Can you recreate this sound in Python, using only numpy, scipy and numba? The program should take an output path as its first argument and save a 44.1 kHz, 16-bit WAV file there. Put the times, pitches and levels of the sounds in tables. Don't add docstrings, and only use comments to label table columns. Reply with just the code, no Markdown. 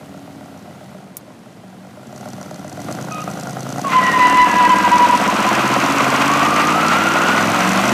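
import sys
import numpy as np
from scipy import signal
from scipy.io import wavfile
from scipy.ndimage import uniform_filter1d
from numba import njit

SR = 44100
rng = np.random.default_rng(int(sys.argv[2]) if len(sys.argv) > 2 else 0)


def put_to_file(sound):
    columns = np.atleast_2d(sound).T
    safe = np.clip(columns, -1, 1)
    whole_steps = np.round(safe * 32767)
    wavfile.write(sys.argv[1], SR, whole_steps.astype(np.int16))


N = 349713
T = np.arange(N) / SR


def undb(db):
    return 10 ** (np.asarray(db) / 20)


def level(x, db=0):
    return x * undb(db) / np.sqrt(np.mean(x ** 2))


def even(x):
    return x / np.sqrt(uniform_filter1d(x ** 2, SR // 3))


def curves(table):
    s, *columns = np.transpose(table)
    return [np.interp(T, s, c) for c in columns]


def shape(start, attack, hold, release):
    return np.interp(T, np.cumsum([start, attack, hold, release]), [0, 1, 1, 0]) ** 2


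def noise():
    return rng.standard_normal(N)


def walk(rate_hz):
    k = int(SR / rate_hz)
    return 0.888 * uniform_filter1d(np.repeat(rng.standard_normal(N // k + 1), k), k)[:N]


def fade(x, ms):
    return signal.lfilter([1], [1, -np.exp(-1000 / (ms * SR))], x)


def train(at, size):
    pulses = np.zeros(N)
    pulses[at] = size
    return pulses


def ring(x, modes, flip=-1):
    total = 0
    for k, (hz, width_hz, db) in enumerate(modes):
        b, a = signal.iirpeak(hz, hz / width_hz, SR)
        total = total + flip ** k * undb(db) * signal.lfilter(b, a, x)
    return total


@njit
def svf(x, hz, width_hz):
    y, b, l = np.empty(len(x)), 0., 0.
    for i in range(len(x)):
        g, k = np.tan(np.pi * hz[i] / SR), width_hz / hz[i]
        v = (b + g * (x[i] - l)) / (1 + g * (g + k))
        b, l, y[i] = 2 * v - b, l + 2 * g * v, k * v
    return y


# (centre [Hz], width [Hz], gain [dB])
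AIR_BANDS = [(45, 40, -24), (181, 143, 29.5), (930, 1900, 15.5), (4230, 9200, 4.5), (11500, 6700, -2)]


def air():
    return level(ring(noise(), AIR_BANDS), -44.0)


def yard(car):
    dull = signal.lfilter([.3], [1, -.7], car)
    return sum(undb(db) * np.interp(T - s, T, dull, left=0) for s, db in ((.047, -21), (.093, -14)))


# (time [s], level [dB])
TICK_HITS = [(1.169, -13), (1.173, -28)]


def ticks():
    hits = np.zeros(N)
    for s, db in TICK_HITS:
        hits[int(s * SR)] = undb(db)
    burst = (fade(hits, 0.98) + 0.12 * fade(hits, 7.9)) * noise()
    return ring(burst, [(6200, 13000, -8.0), (12000, 7000, 3.0)])


# (pitch [Hz], rms level [dB], start [s], attack [s], hold [s], release [s])
PANEL_DRONES = [(276.4, -45.5, -0.38, .1, 0.9, 0.2), (189, -44, 0.775, 0.087, 0.26, .05),
                (188.5, -45.5, 1.37, 0.31, 0.21, .15)]


def drones():
    total = 0
    for hz, db, *when in PANEL_DRONES:
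        size = np.sqrt(2) * undb(db + 2 * walk(9.7)) * shape(*when)
        phase = 2 * np.pi * np.cumsum(hz * (1 + 0.0092 * walk(11.7))) / SR
        total = total + size * np.sin(phase)
    return total


# (time [s], pitch [Hz])
TREAD_PITCH = [(3.1, 1262), (3.4, 1248), (3.83, 1156), (3.88, 1070), (3.94, 1004), (4.09, 1040),
               (4.23, 998.6), (5.18, 980), (5.3, 1003), (6.0, 1012), (6.25, 1072), (6.45, 1190),
               (6.62, 1198), (6.9, 1354), (7.15, 1407), (7.4, 1470), (7.93, 1560)]


def tread_hz():
    return curves(TREAD_PITCH)[0]


def slip_band(hz, width_hz, octave_gain):
    band = svf(svf(noise(), hz, width_hz), hz, 3 * width_hz)
    envelope = np.abs(signal.hilbert(band)).clip(.02 * band.std())
    band = level(band / envelope ** .6)
    return band + octave_gain * level(svf(noise(), 2 * hz, 2 * width_hz))


# start, attack, hold, release [s]
WHISTLE_S, WHISTLE_DB = (3.86, 0.061, 0.99, 0.17), -24.5
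WHISTLE_PEAK_S, WHISTLE_PEAK_DB = (3.99, 0.041, 0.1, 0.035), -21
WHISTLE_FROM_HZ, WHISTLE_TO_HZ, WHISTLE_SETTLES_S = 2130., 1487, 0.57


def whistle():
    settle = np.exp(-(T - WHISTLE_S[0]).clip(0) / WHISTLE_SETTLES_S)
    hz = WHISTLE_TO_HZ + (WHISTLE_FROM_HZ - WHISTLE_TO_HZ) * settle
    size = undb(WHISTLE_DB + 0.93 * walk(14)) * shape(*WHISTLE_S)
    size = size + undb(WHISTLE_PEAK_DB) * shape(*WHISTLE_PEAK_S)
    return hz, size * slip_band(hz, 45., .05)


HOWL_S, HOWL_DB = (5.1, .2, 2.05, .12), -24
HOWL_LOUD_S, HOWL_LOUD_DB = (6.05, .25, 1.08, .09), -23


def howl():
    size = undb(HOWL_DB) * shape(*HOWL_S) + undb(HOWL_LOUD_DB) * shape(*HOWL_LOUD_S)
    return size * slip_band(tread_hz(), 60., .2)


SUM_TONE_GAIN_DB = 14


def sum_tone(sing, whistle_hz, whistling):
    product = sing * even(whistling + 1e-6 * noise()) * whistling.std()
    tone = svf(product, whistle_hz + tread_hz(), 250.)
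    return undb(SUM_TONE_GAIN_DB) * tone * shape(*WHISTLE_S)


# (centre [Hz], width [Hz], gain [dB])
SCRUB_MODES = [(765, 610, -0.5), (727, 70, -1), (1038, 470, -1.5), (1364, 870, 4.3), (1942, 360, 2),
               (2520, 720, -1), (4440, 7600, -12), (9260, 2800, -18)]
SCRUB_S, SCRUB_DB = (3.8, 0.13, 5., .1), -15.76
SCRUB_GROWS_DB, SCRUB_GROWS_S = 5.5, 1.74


def scrub():
    grit = noise() * undb(2.2 * walk(70) + .6 * walk(9))
    once = ring(grit, SCRUB_MODES)
    twice = ring(once, SCRUB_MODES, flip=0.89)
    missing_db = SCRUB_GROWS_DB * (1 - (T - SCRUB_S[0]) / SCRUB_GROWS_S).clip(0, 1)
    return level(twice + 0.89 * once) * undb(SCRUB_DB - missing_db) * shape(*SCRUB_S)


# (start [s], level [dB], length [ms])
TREAD_GRABS = [(3.112, -26, 120), (3.268, -31, 31), (3.842, -15.5, 45), (3.893, -19.5, 36), (3.93, -10, 70),
               (3.954, -11.5, 54), (4.012, -20, 47), (4.056, -10.5, 42), (4.136, -9.5, 49), (4.192, -6, 84),
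               (4.277, -6, 175), (4.452, -8, 33), (4.495, -6, 20), (4.525, -5.5, 18), (4.551, -6.5, 124),
               (4.689, -6, 55), (4.754, -9, 56), (4.841, -5, 38), (4.914, -4, 59), (4.989, -6.5, 76),
               (5.09, -6, 23), (5.122, -7.5, 38), (5.274, -13.5, 31), (5.392, -14, 35), (5.465, -11.5, 39)]
# (multiple, level at full size [dB])
SQUEAL_OVERTONES = [(2, -11.5), (3, -27)]
GRAB_EDGE_S = .0082
SINGS_S, SINGS_DB = (3.9, 0.092, 1.27, 0.095), -30
OVERTONES_S = (2.97, 0.054, 1.73, 0.72)
THIN_S, THIN_SHARE = (3.7, .03, .4, 0.1), 0.8
RASP_HZ, RASP_WIDTH_HZ, RASP_DB = 2690, 400, -32.5


def squeal():
    hz = tread_hz() * (1 + 0.01178 * walk(90) + .008 * walk(25))
    phase = 2 * np.pi * np.cumsum(hz) / SR
    size = 1e-6 + undb(SINGS_DB) * shape(*SINGS_S)
    for s, db, ms in TREAD_GRABS:
        hold_s = max(ms / 1000 - GRAB_EDGE_S, 0)
        size = size + undb(db) * shape(s - GRAB_EDGE_S / 2, GRAB_EDGE_S, hold_s, GRAB_EDGE_S)
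    size = size * undb(2.0 * walk(120) + 1.0 * walk(35))
    tone = np.sin(phase) * (1 + 0.028 * walk(320))
    body = size ** 0.076 * (1 - THIN_SHARE * shape(*THIN_S)) * shape(*OVERTONES_S)
    for multiple, db in SQUEAL_OVERTONES:
        overtone = np.sin(multiple * (phase + .3 * walk(160)))
        tone = tone + body * undb(db + 4 * walk(25) + 2 * walk(80)) * overtone
    rasp = level(ring(noise(), [(RASP_HZ, RASP_WIDTH_HZ, 0)]), RASP_DB) * undb(2.6 * walk(40))
    return size * tone + size ** 0.51 * (size > 1e-4) * rasp


def tyres():
    sing = squeal()
    whistle_hz, whistling = whistle()
    return sing + whistling + howl() + sum_tone(sing, whistle_hz, whistling) + scrub()


# (time [s], speed [rpm])
CRANK_SPEED = [(0.0, 903), (0.85, 898), (1.1, 709), (1.35, 650), (2.05, 755), (2.25, 988), (2.65, 866),
               (2.95, 1205), (3.2, 1261), (3.6, 1212), (3.9, 1415), (4.62, 1772), (5.3, 1912), (5.6, 1912),
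               (6.27, 2059), (7.27, 2466), (7.6, 2751), (7.93, 3119)]


def crank():
    rpm = curves(CRANK_SPEED)[0]
    return rpm, ((rpm - 450) / 1200).clip(.3, 1)


# (pipe lag [ms], thud at low, middle, high revs [dB x3], bark [dB],
# bark change per doubling of high revs [dB], crack [dB], crack change per doubling [dB])
FIRING_ORDER = [(0, 0, 0, -5, 0, -3, -7, -2), (3.55, 0, -21, 2, -8, -3, -22, 0),
                (-.73, -2, 1, -4, -6, 5, -1, 0), (-.7, -7, -9, -10, -10, -3, 0, -11),
                (5.3, -7, -15, -1, -13, 4, -22, 0), (-1.2, 2, -8, 2, -10, 13, -1, 3),
                (3.4, -3, -18, -24, -13, 4, -22, 0), (-1.14, -4, -7, -30, -11, 4, -22, 0)]
FIRST_FIRING = .55


def firings(rpm):
    eighths = np.cumsum(rpm / 60 * 4 / SR) - FIRST_FIRING + 1
    fired = np.flatnonzero(np.diff(np.floor(eighths)))
    lag_ms, *strengths = np.array(FIRING_ORDER)[np.arange(len(fired)) % 8].T
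    chance = rng.standard_normal((len(fired), 4)).T
    delay = (.0001 * SR * chance[0] + lag_ms * SR / 1000).astype(int)
    heard = np.clip(fired + delay, 0, N - 1)
    return fired, heard, strengths, chance


THUD_REVS_RPM = [1300, 1920, 2880]
# (centre [Hz], width [Hz], gain [dB])
PIPE_MODES = [(104, 49, -10), (136.3, 15.7, -1), (195.9, 43.6, 6), (229.8, 63, 5), (283.5, 33, 4.5),
              (349, 60, 0.5), (417, 140, -6.5)]
# (centre [Hz], width [Hz], gain [dB])
BOOM_MODES = [(116, 59, 23)]
THUD_SCATTER_DB, PIPE_WANDER_DB = .7, 2


def thuds(at, revs, thud_db, chance, push):
    db = sum(col * np.interp(revs, THUD_REVS_RPM, share) for col, share in zip(thud_db, np.eye(3)))
    pulses = train(at, undb(db + .7 * chance[1] + THUD_SCATTER_DB * chance[3]))
    low = 0
    for k, mode in enumerate(PIPE_MODES):
        low = low + (-1) ** k * undb(PIPE_WANDER_DB * walk(5)) * ring(pulses, [mode])
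    low = even(low) + level(ring(noise(), PIPE_MODES), -14)
    return even(low + (.95 - push).clip(0) * ring(low, BOOM_MODES))


# (centre [Hz], width [Hz], gain [dB])
BARK_MODES = [(567, 210, 2), (610, 180, 5.5), (725, 89, 6), (1100, 290, -7.5), (1384, 110, -2.5),
              (1988, 130, -10.5)]
# (centre [Hz], width [Hz], gain [dB])
POP_MODES = [(1000, 1300, 0)]
# (centre [Hz], width [Hz], gain [dB])
CHUG_MODES = [(612, 17, 26.5), (740, 30, 13.5), (1350, 32, -20)]
IDLE_LOPE = .4
RASP_SHARE_DB, POP_DB, POP_CONTRAST, CHUG_GAIN_DB = 0.5, 4, 1.65, 7.52


def barks(at, bark_db, shifted_db, contrast, chance, push):
    kick = train(at, undb(contrast.clip(IDLE_LOPE) * shifted_db + 3 * chance[2]))
    kick = signal.sosfilt(signal.butter(3, 1550, fs=SR, output="sos"), kick)
    rasp = even(ring((push.clip(.6) * even(fade(kick, 3.5)) + .22) * noise(), BARK_MODES))
    knock = even(ring(ring(kick, BARK_MODES, flip=1), BARK_MODES, flip=1))
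    front = train(at, undb(POP_CONTRAST * shifted_db + 1.2 * chance[2]))
    front = signal.sosfilt(signal.butter(5, (200, 1520), "band", fs=SR, output="sos"), front)
    pop = (push - 0.35).clip(0) * (1.7 - push) * even(ring(front, POP_MODES))
    chug = even(ring(train(at, undb(1.8 * bark_db + 2 * chance[2])), CHUG_MODES))
    chug = (.8 - push).clip(0) * chug
    return undb(RASP_SHARE_DB) * rasp - 0.93 * knock - undb(POP_DB) * pop + undb(CHUG_GAIN_DB) * chug


# (centre [Hz], width [Hz], gain [dB])
CRACK_MODES = [(4250, 690, 0.5), (5120, 550, 2.5), (5830, 620, 4.5), (6650, 740, 4.5), (7530, 1300, 2.5),
               (11100, 5500, -6)]
# (centre [Hz], width [Hz], gain [dB])
HISS_MODES = [(1780, 2950, -2.5), (3470, 4160, 0.5), (5800, 4850, -4.5), (11900, 5600, -15.5)]
THROTTLE_OPENS_S, THROTTLE_TAKES_S = 1.97, 0.15
CRACK_SHUT_DB, CRACK_OPEN_DB = -10.5, -12
CRACK_DB_PER_OCTAVE, CRACK_SHARE_SHUT = 0.5, 0.33


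def cracks(at, revs, crack_db, slope_db, chance, rpm):
    db = crack_db + slope_db * np.log2(revs / 1250).clip(0) + 2. * chance[3]
    puff = fade(fade(train(at, undb(db)), .6), 1.5)
    jet = even(ring(ring((even(puff) + 0.34) * noise(), CRACK_MODES), CRACK_MODES))
    throttle = ((T - THROTTLE_OPENS_S) / THROTTLE_TAKES_S).clip(0, 1)
    gas = throttle.clip(CRACK_SHARE_SHUT) * jet + level(ring(noise(), HISS_MODES), -0.051)
    gas_db = CRACK_SHUT_DB + (CRACK_OPEN_DB - CRACK_SHUT_DB) * throttle
    return gas * undb(gas_db + CRACK_DB_PER_OCTAVE * np.log2(rpm / 1500))


# (time [s], level [dB])
EXHAUST_LEVEL = [(0, -41.5), (.95, -42.5), (1.1, -49.5), (1.6, -48.5), (2, -43.5), (2.25, -35), (2.7, -36),
                 (2.9, -28.5), (3.1, -30.5), (3.35, -29), (3.6, -29.5), (3.85, -26), (4.15, -22.5),
                 (4.45, -22.5), (5, -21.5), (6.1, -20), (7.2, -21), (7.93, -17.5)]
THUD_DB, BARK_DB = 0.5, -1


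def engine():
    rpm, push = crank()
    fired, at, strengths, chance = firings(rpm)
    *thud_db, bark_db, bark_slope_db, crack_db, crack_slope_db = strengths
    revs = rpm[fired]
    shifted_db = bark_db + bark_slope_db * np.log2(revs / 1700).clip(0)
    low = level(thuds(at, revs, thud_db, chance, push), THUD_DB)
    bark = level(barks(at, bark_db, shifted_db, push[fired], chance, push), BARK_DB)
    crack = cracks(at, revs, crack_db, crack_slope_db, chance, rpm)
    return undb(curves(EXHAUST_LEVEL)[0]) * (low + bark + crack)


# (centre [Hz], width [Hz], cancelled share [dB])
GROUND_BANDS = [(1760, 73, -4), (2324, 440, -16.5)]


def ground(car):
    return car - ring(car, GROUND_BANDS, flip=1)


def scene():
    car = ground(drones() + tyres() + engine())
    return (air() + yard(car) + ticks() + car)[None]


TOP_HZ = 15450


def record(dry):
    x = signal.sosfilt(signal.butter(4, 80, "high", fs=SR, output="sos"), dry)
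    x = 0.7 * np.tanh((np.abs(x) / 0.97) ** 2.361) ** (1 / 2.669) * np.sign(x)
    x = signal.sosfilt(signal.butter(2, 45, "high", fs=SR, output="sos"), x)
    return signal.sosfilt(signal.ellip(10, .2, 70, TOP_HZ, fs=SR, output="sos"), x)


dry = scene()
out = record(dry)
put_to_file(out)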